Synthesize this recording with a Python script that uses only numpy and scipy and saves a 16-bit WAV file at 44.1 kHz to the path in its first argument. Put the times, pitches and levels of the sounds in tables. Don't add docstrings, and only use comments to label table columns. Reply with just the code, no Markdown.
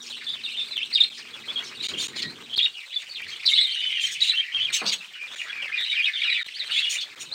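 import sys
import numpy as np
from scipy import signal
from scipy.fft import rfft, irfft, next_fast_len
from scipy.io import wavfile
from scipy.ndimage import uniform_filter1d

SR = 44100
rng = np.random.default_rng(int(sys.argv[2]) if len(sys.argv) > 2 else 0)


def store_wav(level_fs):
    pcm = np.round(np.clip(np.atleast_2d(level_fs), -1, 1) * 32767)
    wavfile.write(sys.argv[1], SR, pcm.T.astype(np.int16))


N = 323694
TIME = np.arange(N) / SR

# (time [s], level [dB])
HUM_LEVEL = [(0, -61), (.8, -72), (1.3, -63.5), (2.5, -61), (2.7, -101), (7.34, -79.5)]
# (time [s], level [dB])
TICKS = [(0.771, -29.5), (2.577, -23.5), (3.172, -38), (3.22, -33.5), (3.455, -32), (3.891, -37),
         (3.916, -38), (5.81, -30.5), (6.466, -33)]
# (time [s], drumming level [dB], patter level [dB])
WATER_LEVELS = [(0.0, -63.5, -59), (1.14, -62.5, -60), (1.35, -59, -55.5), (2.25, -51, -53.5),
                (2.41, -53.5, -54), (2.57, -61, -61), (2.88, -78.5, -65.5), (3.27, -68, -64.5),
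                (3.66, -78, -65.5), (4.05, -70.5, -65), (4.52, -77.5, -67), (4.78, -68.5, -56.5),
                (5.23, -75, -63), (5.64, -63, -54), (5.99, -78, -68), (7.05, -69.5, -60),
                (7.22, -59.5, -56.5), (7.34, -60, -55)]
# (time of peak [s], half length to 1/e of the extra dB [s], extra [dB])
GUSHES = [(3.3, 0.21, 5), (4.552, 0.045, 13), (4.707, 0.03, 13), (5.323, 0.053, 9), (6.698, 0.045, 6.5)]
# (time [s], level [dB], rise constant [s],
# t60 [s], lowest [Hz], highest [Hz])
BUMPS = [(.3, -53, .03, 0.44, 60, 200), (1.91, -35, 0.026, 0.42, 90, 430),
         (2.248, -33, 0.016, 0.23, 100, 286), (2.574, -37, 0.0026, 0.02, 30, 3000),
         (3.249, -49, 0.014, 0.23, 60, 170), (4.038, -59.5, 0.04, 1, 80, 200),
         (4.539, -47, 0.043, 0.63, 70, 180), (4.815, -32, 0.001, 0.38, 190, 4000),
         (4.821, -41, 0.0025, 0.49, 167, 238), (6.68, -58, .03, 0.48, 105, 180)]
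# (time [s], level [dB], reference pitch [Hz])
FLOCK_CURVE = [(0.0, -38.5, 3230), (0.57, -36, 3473), (1.35, -40, 3226), (2.0, -38, 3460),
               (2.27, -44, 3183), (3.37, -37, 3160), (3.45, -33, 4080), (3.7, -31, 3069), (4.33, -34, 3463),
               (4.46, -39.5, 2630), (4.78, -32.5, 3483), (4.97, -41, 4010), (5.01, -41.5, 2731),
               (5.74, -35.5, 2436), (5.83, -32, 3610), (6.07, -32.5, 2573), (6.54, -36, 3125),
               (6.85, -28, 3365), (7.07, -44.5, 2804), (7.34, -41, 3955)]
# (time [s], length [s], throat resonance [Hz], its level [dB], shrill level [dB])
RASPS = [(0.019, .1, 4660, -49, -55.5), (0.237, 0.014, 4220, -45, -60), (1.144, 0.076, 4170, -46.5, -60),
         (1.639, 0.058, 5350, -49, -60), (1.825, 0.084, 3780, -33.5, -47), (1.977, .11, 3950, -37.5, -42.5),
         (2.158, 0.053, 3660, -35, -50), (2.22, 0.019, 4400, -29.5, -48), (2.984, 0.048, 3640, -44, -57),
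         (3.276, 0.064, 4300, -47, -58), (3.488, 0.041, 3770, -42, -44.5), (4.005, 0.096, 3220, -39, -45),
         (4.108, 0.042, 3860, -59, -43), (4.207, 0.098, 3330, -32, -46), (4.728, 0.05, 3560, -28, -33),
         (4.857, 0.05, 4170, -28, -43.5), (4.919, .028, 4150, -25, -38), (5.312, 0.15, 3260, -50, -56),
         (6.729, 0.085, 3600, -32.5, -50), (6.895, .069, 3430, -37, -37.5),
         (7.002, 0.034, 4070, -37.5, -52), (7.2, 0.037, 3250, -42.5, -44)]
# (multiple of the resonance [ratio], nominal width [Hz], level [dB])
THROAT_MODES = [(.62, 420, -5), (.84, 503, -1.5), (1.018, 520, 2), (1.17, 610, -11)]
# (centre [Hz], nominal width [Hz], level [dB])
SHRILL_MODES = [(5880, 1700, -7.5), (6820, 210, 6), (8410, 630, -5), (9700, 620, -22.5)]
# (time [s], length [s], pitch [Hz], glide [octaves], level [dB])
CHIRPS = [(0.103, 0.04, 3300, -.6, -35), (0.266, 0.081, 3588, 0.07, -29), (0.333, 0.049, 3250, -.45, -38),
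          (0.437, 0.031, 3710, -0.21, -30.5), (.46, 0.067, 2650, -0.32, -37.5),
          (0.527, 0.055, 2920, 0.12, -35), (0.572, 0.067, 3600, -.05, -29),
          (0.708, 0.035, 3860, -0.28, -33.5), (.759, 0.037, 3040, -0.47, -25),
          (.803, 0.039, 2797, 0.56, -28), (0.927, 0.024, 4620, 0.29, -23.5),
          (0.949, 0.017, 3780, -0.22, -17.5), (0.973, 0.017, 2810, -0.5, -22.5),
          (1.003, 0.027, 3633, -0.15, -13.5), (1.028, 0.015, 3950, 0.28, -21.5),
          (1.039, .014, 2600, -1.55, -30.5), (1.331, 0.022, 3380, 0, -38.5),
          (1.479, 0.034, 3375, 0.12, -30.5), (1.557, 0.04, 3292, -0.026, -26),
          (1.591, 0.029, 2890, 0.37, -37.5), (1.803, 0.012, 3887, -0.028, -26.5),
          (1.935, 0.02, 2950, -.4, -32.5), (1.97, 0.071, 3530, 0.58, -30),
          (2.226, 0.045, 1880, -0.025, -39.5), (2.248, 0.076, 4000, .25, -41),
          (2.497, 0.037, 3150, -0.09, -36.5), (2.532, .02, 3282, 0, -22.5),
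          (2.559, 0.017, 4400, 0.44, -27.5), (2.574, 0.036, 3150, -1.2, -21.5),
          (2.596, 0.025, 3230, 0.23, -21.5), (2.624, 0.031, 3637, 0.045, -15.5),
          (2.653, 0.017, 2700, -1.4, -26), (2.742, 0.11, 2580, -0.59, -40), (2.9, 0.055, 3320, 0.8, -37),
          (2.96, 0.019, 3506, -0.057, -24.5), (3.092, 0.042, 4520, -0.026, -35),
          (3.148, 0.058, 2975, -1.05, -33), (3.216, 0.023, 2586, 0.51, -32.5),
          (3.317, 0.047, 3155, -0.13, -37), (3.453, 0.013, 4600, 0.61, -23),
          (3.46, 0.046, 3594, -0.82, -19.5), (3.462, 0.036, 3793, -0.091, -18.5),
          (3.513, 0.016, 3790, 0, -16.5), (3.514, 0.025, 2170, 0.042, -27.5),
          (3.535, 0.0068, 3755, 0.21, -10.5), (3.55, 0.041, 3970, -0.2, -20.5),
          (3.557, 0.036, 3190, 0.36, -21.5), (3.579, 0.022, 3580, 0, -16), (3.58, .12, 2200, 0.008, -36.5),
          (3.603, .02, 3960, -.05, -14), (3.628, 0.036, 3790, -0.14, -23), (3.665, .087, 3140, 0, -30.5),
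          (3.701, 0.028, 3990, .4, -30), (3.748, 0.14, 3640, -0.17, -36), (3.751, 0.059, 2936, 0.13, -32.5),
          (3.809, 0.12, 3080, 0.12, -30.5), (3.886, 0.089, 2322, -0.039, -33),
          (3.902, 0.15, 3130, 0.095, -31.5), (3.94, 0.077, 2820, -0.32, -29),
          (4.036, 0.022, 3126, 0.039, -22.5), (4.044, .089, 2082, -0.56, -40.5),
          (4.131, 0.063, 2695, -0.61, -37), (4.203, 0.009, 4240, 0.72, -28),
          (4.216, 0.022, 3838, -.05, -15), (4.236, 0.029, 2840, 0, -29.5),
          (4.274, 0.035, 3855, 0.14, -18.5), (4.302, 0.039, 2295, -1.73, -30),
          (4.334, 0.044, 2920, .35, -26), (4.373, 0.038, 3132, 0.16, -22),
          (4.401, 0.046, 2480, 0.41, -32.5), (4.44, 0.086, 2060, 0.12, -35),
          (4.521, 0.049, 3126, 0.12, -27), (4.569, 0.038, 2616, -0.18, -31),
          (4.59, 0.049, 3167, 0.18, -23.5), (4.641, 0.019, 3210, 0.046, -20.5),
          (4.661, 0.045, 2520, -0.62, -31), (4.773, 0.06, 2560, -0.59, -34.5),
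          (5.002, 0.034, 2587, -.15, -38), (5.134, 0.091, 2680, -0.42, -42),
          (5.19, 0.083, 2365, 0.027, -38.5), (5.284, 0.083, 3440, 0.27, -45.5),
          (5.381, 0.088, 2390, -0.81, -35), (5.492, 0.02, 3310, 0.2, -38), (5.491, 0.023, 1663, 0, -32),
          (5.521, 0.021, 2425, -0.51, -33.5), (5.558, 0.076, 2315, -0.3, -35),
          (5.619, 0.086, 2303, -0.88, -32.5), (5.718, 0.043, 2410, 0.32, -27.5),
          (5.763, 0.065, 2053, -.6, -31), (5.778, 0.055, 3653, -0.021, -25.5),
          (5.834, 0.046, 3900, .05, -30.5), (5.849, 0.06, 2874, 0.11, -32.5),
          (5.896, 0.053, 3686, -0.035, -28), (5.915, .03, 2275, 0.24, -29),
          (5.951, 0.023, 3010, -0.31, -26.5), (5.971, 0.049, 2434, -0.15, -20.5),
          (6.015, 0.052, 3250, .5, -26), (6.055, 0.051, 2390, -0.58, -23.5),
          (6.133, 0.061, 3347, -0.31, -29.5), (6.178, 0.052, 3400, 0.41, -32),
          (6.217, 0.016, 2230, -.4, -23), (6.233, .056, 2730, -0.55, -26),
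          (6.24, 0.073, 3670, -0.33, -33.5), (6.281, 0.055, 2253, -0.28, -24.5),
          (6.298, 0.079, 3755, -0.23, -27.5), (6.306, 0.075, 2980, 0.28, -34),
          (6.341, 0.076, 2240, -0.7, -28), (6.39, 0.046, 3814, -0.14, -33.5),
          (6.548, 0.032, 4560, 0.27, -35), (6.594, 0.038, 3750, -0.35, -28),
          (6.697, 0.056, 3065, 0.33, -28), (6.711, 0.044, 3725, 0.07, -31), (6.762, 0.041, 2507, 0.32, -25),
          (6.764, 0.033, 3640, 0.26, -25), (6.817, 0.042, 3380, -0.022, -22.5),
          (6.835, 0.053, 2875, 0, -29), (6.948, 0.025, 2500, 0.52, -26.5),
          (6.979, 0.025, 3595, 0.054, -26.5), (7.008, 0.034, 3215, 0.23, -32.5),
          (7.314, 0.029, 4080, 0.37, -31.5)]
# (mean delay [s], level [dB])
ECHOES = [(.0023, -3.5), (.0041, -16), (.0067, -20.5), (.0094, -20.5), (0.0126, -20.5)]
# (time of centre [s], length [s])
DIPS = [(.096, 0.0026), (0.774, .005), (1.096, 0.0047), (1.878, 0.014), (2.077, .01), (2.554, 0.0056),
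        (5.355, 0.0059), (6.437, 0.013), (7.154, 0.0069)]
# (frequency [Hz], level [dB])
DRUMMING_SPECTRUM = [(25, -33.5), (60, -16.5), (120, -1), (240, 0), (320, 1.5), (430, 3), (650, -20),
                     (1000, -28.5), (2000, -67)]
# (frequency [Hz], level [dB])
PATTER_SPECTRUM = [(300, -30.5), (550, -5.5), (800, -1.5), (1100, 4), (1600, 6), (3000, -5), (6000, -10.5),
                   (10000, -29.5), (16000, -30)]
# (frequency [Hz], level [dB])
SPRAY_SPECTRUM = [(1500, -18.5), (4000, 12.5), (7000, 13), (8600, 8), (10000, 0), (11500, -6.5), (13000, 2),
                  (16000, 0)]
# (frequency [Hz], level [dB])
THUMP_SPECTRUM = [(30, -12.5), (220, -9), (400, -5), (800, -5.5), (1400, -5), (2200, -15), (5000, -38),
                  (16000, -59)]
# (frequency [Hz], level [dB])
RASP_BRIGHT_SPECTRUM = [(700, -31), (1500, -12), (2200, 0.5), (5000, 3), (6200, 8), (9000, -23),
                        (11500, -19), (16000, -15)]
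# (frequency [Hz], level [dB])
RASP_SHRILL_SPECTRUM = [(2000, -36), (5500, 3), (8800, 0.5), (11500, 1.5), (13000, -1.5), (16000, 0)]
# (frequency [Hz], level [dB])
BEAK_SPECTRUM = [(500, -60.5), (1100, -5.5), (1700, -1), (4200, 0.5), (5500, -6.5), (7000, -18), (8400, -4),
                 (10000, -15), (12000, -17.5), (16000, -16.5)]


def gain_of(db):
    return 10 ** (np.asarray(db) / 20)


def evened(x):
    return x / np.sqrt(np.mean(x ** 2) + 1e-20)


def follow(table, t, axis):
    rows = np.array(table)
    return np.interp(t, rows[:, 0], rows[:, axis])


def add(mix, s, sound):
    part = mix[max(round(s * SR), 0):][:len(sound)]
    part += sound[:len(part)]


def samples_around(s, length_s, edge_s):
    return np.arange(max(int((s - edge_s) * SR), 0), min(int((s + length_s + edge_s) * SR), N))


def coloured(x, spectrum):
    hz, db = np.transpose(spectrum)
    size = next_fast_len(len(x) + 512)
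    bins_hz = np.fft.rfftfreq(size, 1 / SR)
    gain = gain_of(np.interp(np.log(bins_hz + 1), np.log(hz), db))
    return irfft(rfft(x, size) * gain, size)[:len(x)]


def wander(rate_hz):
    size = next_fast_len(N)
    bins_hz = np.fft.rfftfreq(size, 1 / SR)
    spectrum = rfft(rng.standard_normal(size)) / (1 + (bins_hz / rate_hz) ** 4)
    return evened(irfft(spectrum, size)[:N])


def clicks(per_s, spread_db, hiss):
    size = gain_of(spread_db * np.minimum(rng.exponential(1, N), 4)) * rng.choice([-1, 1], N)
    sparse = evened(size * (rng.random(N) < per_s / SR))
    return evened(sparse + hiss * rng.standard_normal(N))


def swell(t, length_s, edge_s):
    opening = np.clip(np.minimum(t, length_s - t) / edge_s + .5, 0, 1)
    return np.sin(np.pi / 2 * opening) ** 2


def hum(centre_hz=237):
    hz = centre_hz + 3.4 * wander(12.0)
    return evened(np.sin(2 * np.pi * np.cumsum(hz) / SR)) * gain_of(follow(HUM_LEVEL, TIME, axis=1))


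def bubbles(per_s, count=24):
    out, t = np.zeros(N), TIME[:2000]
    for hz in np.geomspace(420, 1500, count):
        tone = np.sin(2 * np.pi * hz * t * (1 + 3 * t))
        ring = tone * np.exp(-hz * t / 7) * (1 - np.exp(-hz * t))
        for when, size in rng.random((int(per_s * TIME[-1] / count), 2)):
            add(out, when * TIME[-1], gain_of(6.5 * size) * ring)
    return evened(out)


def water(gush_db=3.2, drumming_db=1.5, patter_db=-1.5, spray_db=-57.5):
    drumming = evened(coloured(clicks(250, 0.87, 0.98), DRUMMING_SPECTRUM))
    drumming *= gain_of(follow(WATER_LEVELS, TIME, axis=1) + drumming_db)
    patter = evened(coloured(clicks(500, 4.5, 1.0), PATTER_SPECTRUM))
    splash = gain_of(4.5) * patter + gain_of(-4.5) * bubbles(per_s=100)
    splash *= gain_of(follow(WATER_LEVELS, TIME, axis=2) + patter_db)
    spray = evened(coloured(clicks(1500, 6.6, 1.8), SPRAY_SPECTRUM)) * gain_of(spray_db)
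    lumps = gain_of(gush_db * wander(20))
    surge = gain_of(sum(db * np.exp(-((TIME - s) / half_s) ** 2) for s, half_s, db in GUSHES))
    return surge * (drumming + lumps * splash) + np.sqrt(lumps) * spray


def ticks(decay_s=.00005):
    out = np.zeros(N)
    for s, db in TICKS:
        add(out, s, gain_of(db + 8.5) * np.exp(-TIME[:100] / decay_s))
    return out


def bumps():
    out, t = np.zeros(N), TIME[:SR // 2]
    for s, db, rise_s, t60_s, low_hz, high_hz in BUMPS:
        band = signal.butter(3, [low_hz, high_hz], "band", fs=SR, output="sos")
        shake = signal.sosfilt(band, coloured(rng.standard_normal(len(t)), THUMP_SPECTRUM))
        envelope = gain_of(db - 60 * t / t60_s) * (1 - np.exp(-t / rise_s))
        add(out, s, evened(shake) * envelope)
    return out


def whistles(rows, jitter_hz, trill_hz, trill_rate_hz, flutter_db, second_db, third_db, edge_s):
    out, jitter, flutter = np.zeros(N), wander(328), wander(230)
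    chances = rng.random((len(rows), 2))
    for row, (phase, speed) in zip(rows, chances):
        s, length_s, first_hz, middle_hz, last_hz, early_db, late_db, rough = row
        at = samples_around(s, length_s, edge_s)
        t, rough = TIME[at] - s, np.clip(rough, 0, 1)
        u = np.clip(t / length_s, -.2, 1.2)
        bend_hz = (2 * middle_hz - first_hz - last_hz) * 2 * u * (1 - u)
        hz = first_hz + (last_hz - first_hz) * u + bend_hz
        trill = np.sin(2 * np.pi * (trill_rate_hz * (.5 + speed) * t + phase))
        shaken_hz = hz + rough * (jitter_hz * jitter[at] + trill_hz * trill)
        turn = 2 * np.pi * np.cumsum(shaken_hz) / SR
        tone = np.sin(turn) + gain_of(second_db) * np.sin(2 * turn) + gain_of(third_db) * np.sin(3 * turn)
        arch_db = 3 * (np.sin(np.pi * u) - .7)
        level_db = early_db + (late_db - early_db) * np.clip(2 * u - .5, 0, 1) + arch_db
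        fluttering = evened(tone * gain_of(flutter_db * rough * flutter[at]))
        out[at] += fluttering * gain_of(level_db) * swell(t, length_s, edge_s)
    return out


def flock(count=560):
    when, long, pitch, slope, arch, loud, rough = rng.random((count, 7)).T
    s = (np.arange(count) + when) / count * (TIME[-1] - .02)
    length_s = 0.00963 + 0.0242 * long
    hz = follow(FLOCK_CURVE, s, axis=2) * 2 ** (1.2 * (pitch - .63))
    glide, bend = 0.2082 * (slope - .62), 0.1233 * (arch - .4)
    first_hz, middle_hz, last_hz = hz * (1 - glide), hz * (1 + bend), hz * (1 + glide)
    db = 11 * loud
    rows = np.transpose([s, length_s, first_hz, middle_hz, last_hz, db, db, 0.4 + 0.65 * rough])
    voices = whistles(rows, jitter_hz=226.4, trill_hz=200, trill_rate_hz=219, flutter_db=3,
                      second_db=-7, third_db=-12.5, edge_s=.006)
    return evened(coloured(voices, BEAK_SPECTRUM)) * gain_of(follow(FLOCK_CURVE, TIME, axis=1) - 4.0)


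def resonate(x, hz, width_hz):
    turn = np.exp(2j * np.pi * np.cumsum(hz) / SR)
    r = np.exp(-np.pi * width_hz / SR)
    return 2 * (turn * signal.lfilter([1 - r], [1, -r], x / turn)).real


def throat_mode(x, hz, width_hz):
    return resonate(resonate(x, hz, 0.97 * width_hz), hz, 1.32 * width_hz)


def rasps(edge_s=0.013, drift=0.1):
    turns = np.cumsum(330 * np.exp(0.26 * wander(150))) / SR
    puffs = 0.35 + np.exp(-(turns % 1) / 0.39)
    drive = puffs * rng.standard_normal(N) * gain_of(1.14 * wander(60))
    throat, beak = 1 + drift * wander(24), 1 + 0.049 * wander(20)
    bright, shrill = np.zeros(N), np.zeros(N)
    air = coloured(drive, SPRAY_SPECTRUM)
    for s, length_s, hz, bright_db, shrill_db in RASPS:
        at = samples_around(s, length_s, edge_s)
        t = TIME[at] - s
        shape = swell(t, length_s, edge_s) * gain_of(4.1 * (np.sin(np.pi * t / length_s) - 0.86))
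        low = sum(gain_of(db) * throat_mode(drive[at], hz * ratio * throat[at], width_hz)
                  for ratio, width_hz, db in THROAT_MODES)
        high = sum(gain_of(db) * throat_mode(drive[at], mode_hz * beak[at], width_hz)
                   for mode_hz, width_hz, db in SHRILL_MODES)
        bright[at] += gain_of(bright_db) * shape * evened(low)
        shrill[at] += gain_of(shrill_db) * shape * (evened(high) + gain_of(-4.5) * evened(air[at]))
    bright = coloured(bright, RASP_BRIGHT_SPECTRUM)
    shrill = coloured(shrill, RASP_SHRILL_SPECTRUM)
    return gain_of(2.0) * bright + gain_of(3.5) * shrill


def syllables(db_per_octave=6, bow_octaves=.02):
    s, length_s, hz, glide, db = np.transpose(CHIRPS)
    bow = bow_octaves * rng.uniform(-0.95, 1, len(s))
    first_hz = hz * 2 ** (-glide / 2 - bow)
    middle_hz = hz * 2 ** (bow / 2)
    last_hz = hz * 2 ** (glide / 2 - bow)
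    lean_db = db_per_octave * glide / 2
    rough = np.minimum(9.4 * length_s, 0.44) + 0.52 * abs(glide)
    return np.transpose([s, length_s, first_hz, middle_hz, last_hz, db - lean_db, db + lean_db, rough])


def near_birds(husk_db=-21):
    voice = whistles(syllables(), jitter_hz=170.0, trill_hz=146, trill_rate_hz=200, flutter_db=5.5,
                     second_db=-20.5, third_db=-33.5, edge_s=0.0054)
    husk = gain_of(husk_db) * voice * wander(1440)
    return gain_of(-2.0) * coloured(voice + husk, BEAK_SPECTRUM)


def nearby_walls(x, sway_s=0.00017):
    out = x.copy()
    for delay_s, db in ECHOES:
        path_s = delay_s + sway_s * wander(1.98)
        out += gain_of(db) * np.interp(TIME - path_s, TIME, x)
    return out


def aviary(x, t60_s, size=13230):
    t = TIME[:size]
    scatter = rng.standard_normal(size) * (rng.random(size) < 2500 / SR)
    taps = scatter * (t > .003) * gain_of(-60 * t / t60_s)
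    return signal.oaconvolve(x, taps / np.linalg.norm(taps))[:N]


def scene():
    near, far = nearby_walls(near_birds()) + rasps(), flock()
    near_in_room = near + gain_of(-8.0) * aviary(near, t60_s=0.14)
    far_in_room = gain_of(-0.5) * far + gain_of(-5.5) * aviary(far, t60_s=0.62)
    return (hum() + water() + ticks() + bumps() + far_in_room + near_in_room)[None]


def record(dry, dip_db=-27, edge_hz=15900):
    shut = np.zeros(N)
    for s, length_s in DIPS:
        shut[abs(TIME - s) < length_s / 2] = 1
    heard = dry * gain_of(dip_db * uniform_filter1d(shut, size=30))
    low_pass = signal.firwin(511, edge_hz, window=("kaiser", 9), fs=SR)
    return signal.oaconvolve(heard, low_pass[None], "same")


dry = scene()
out = record(dry)
store_wav(out)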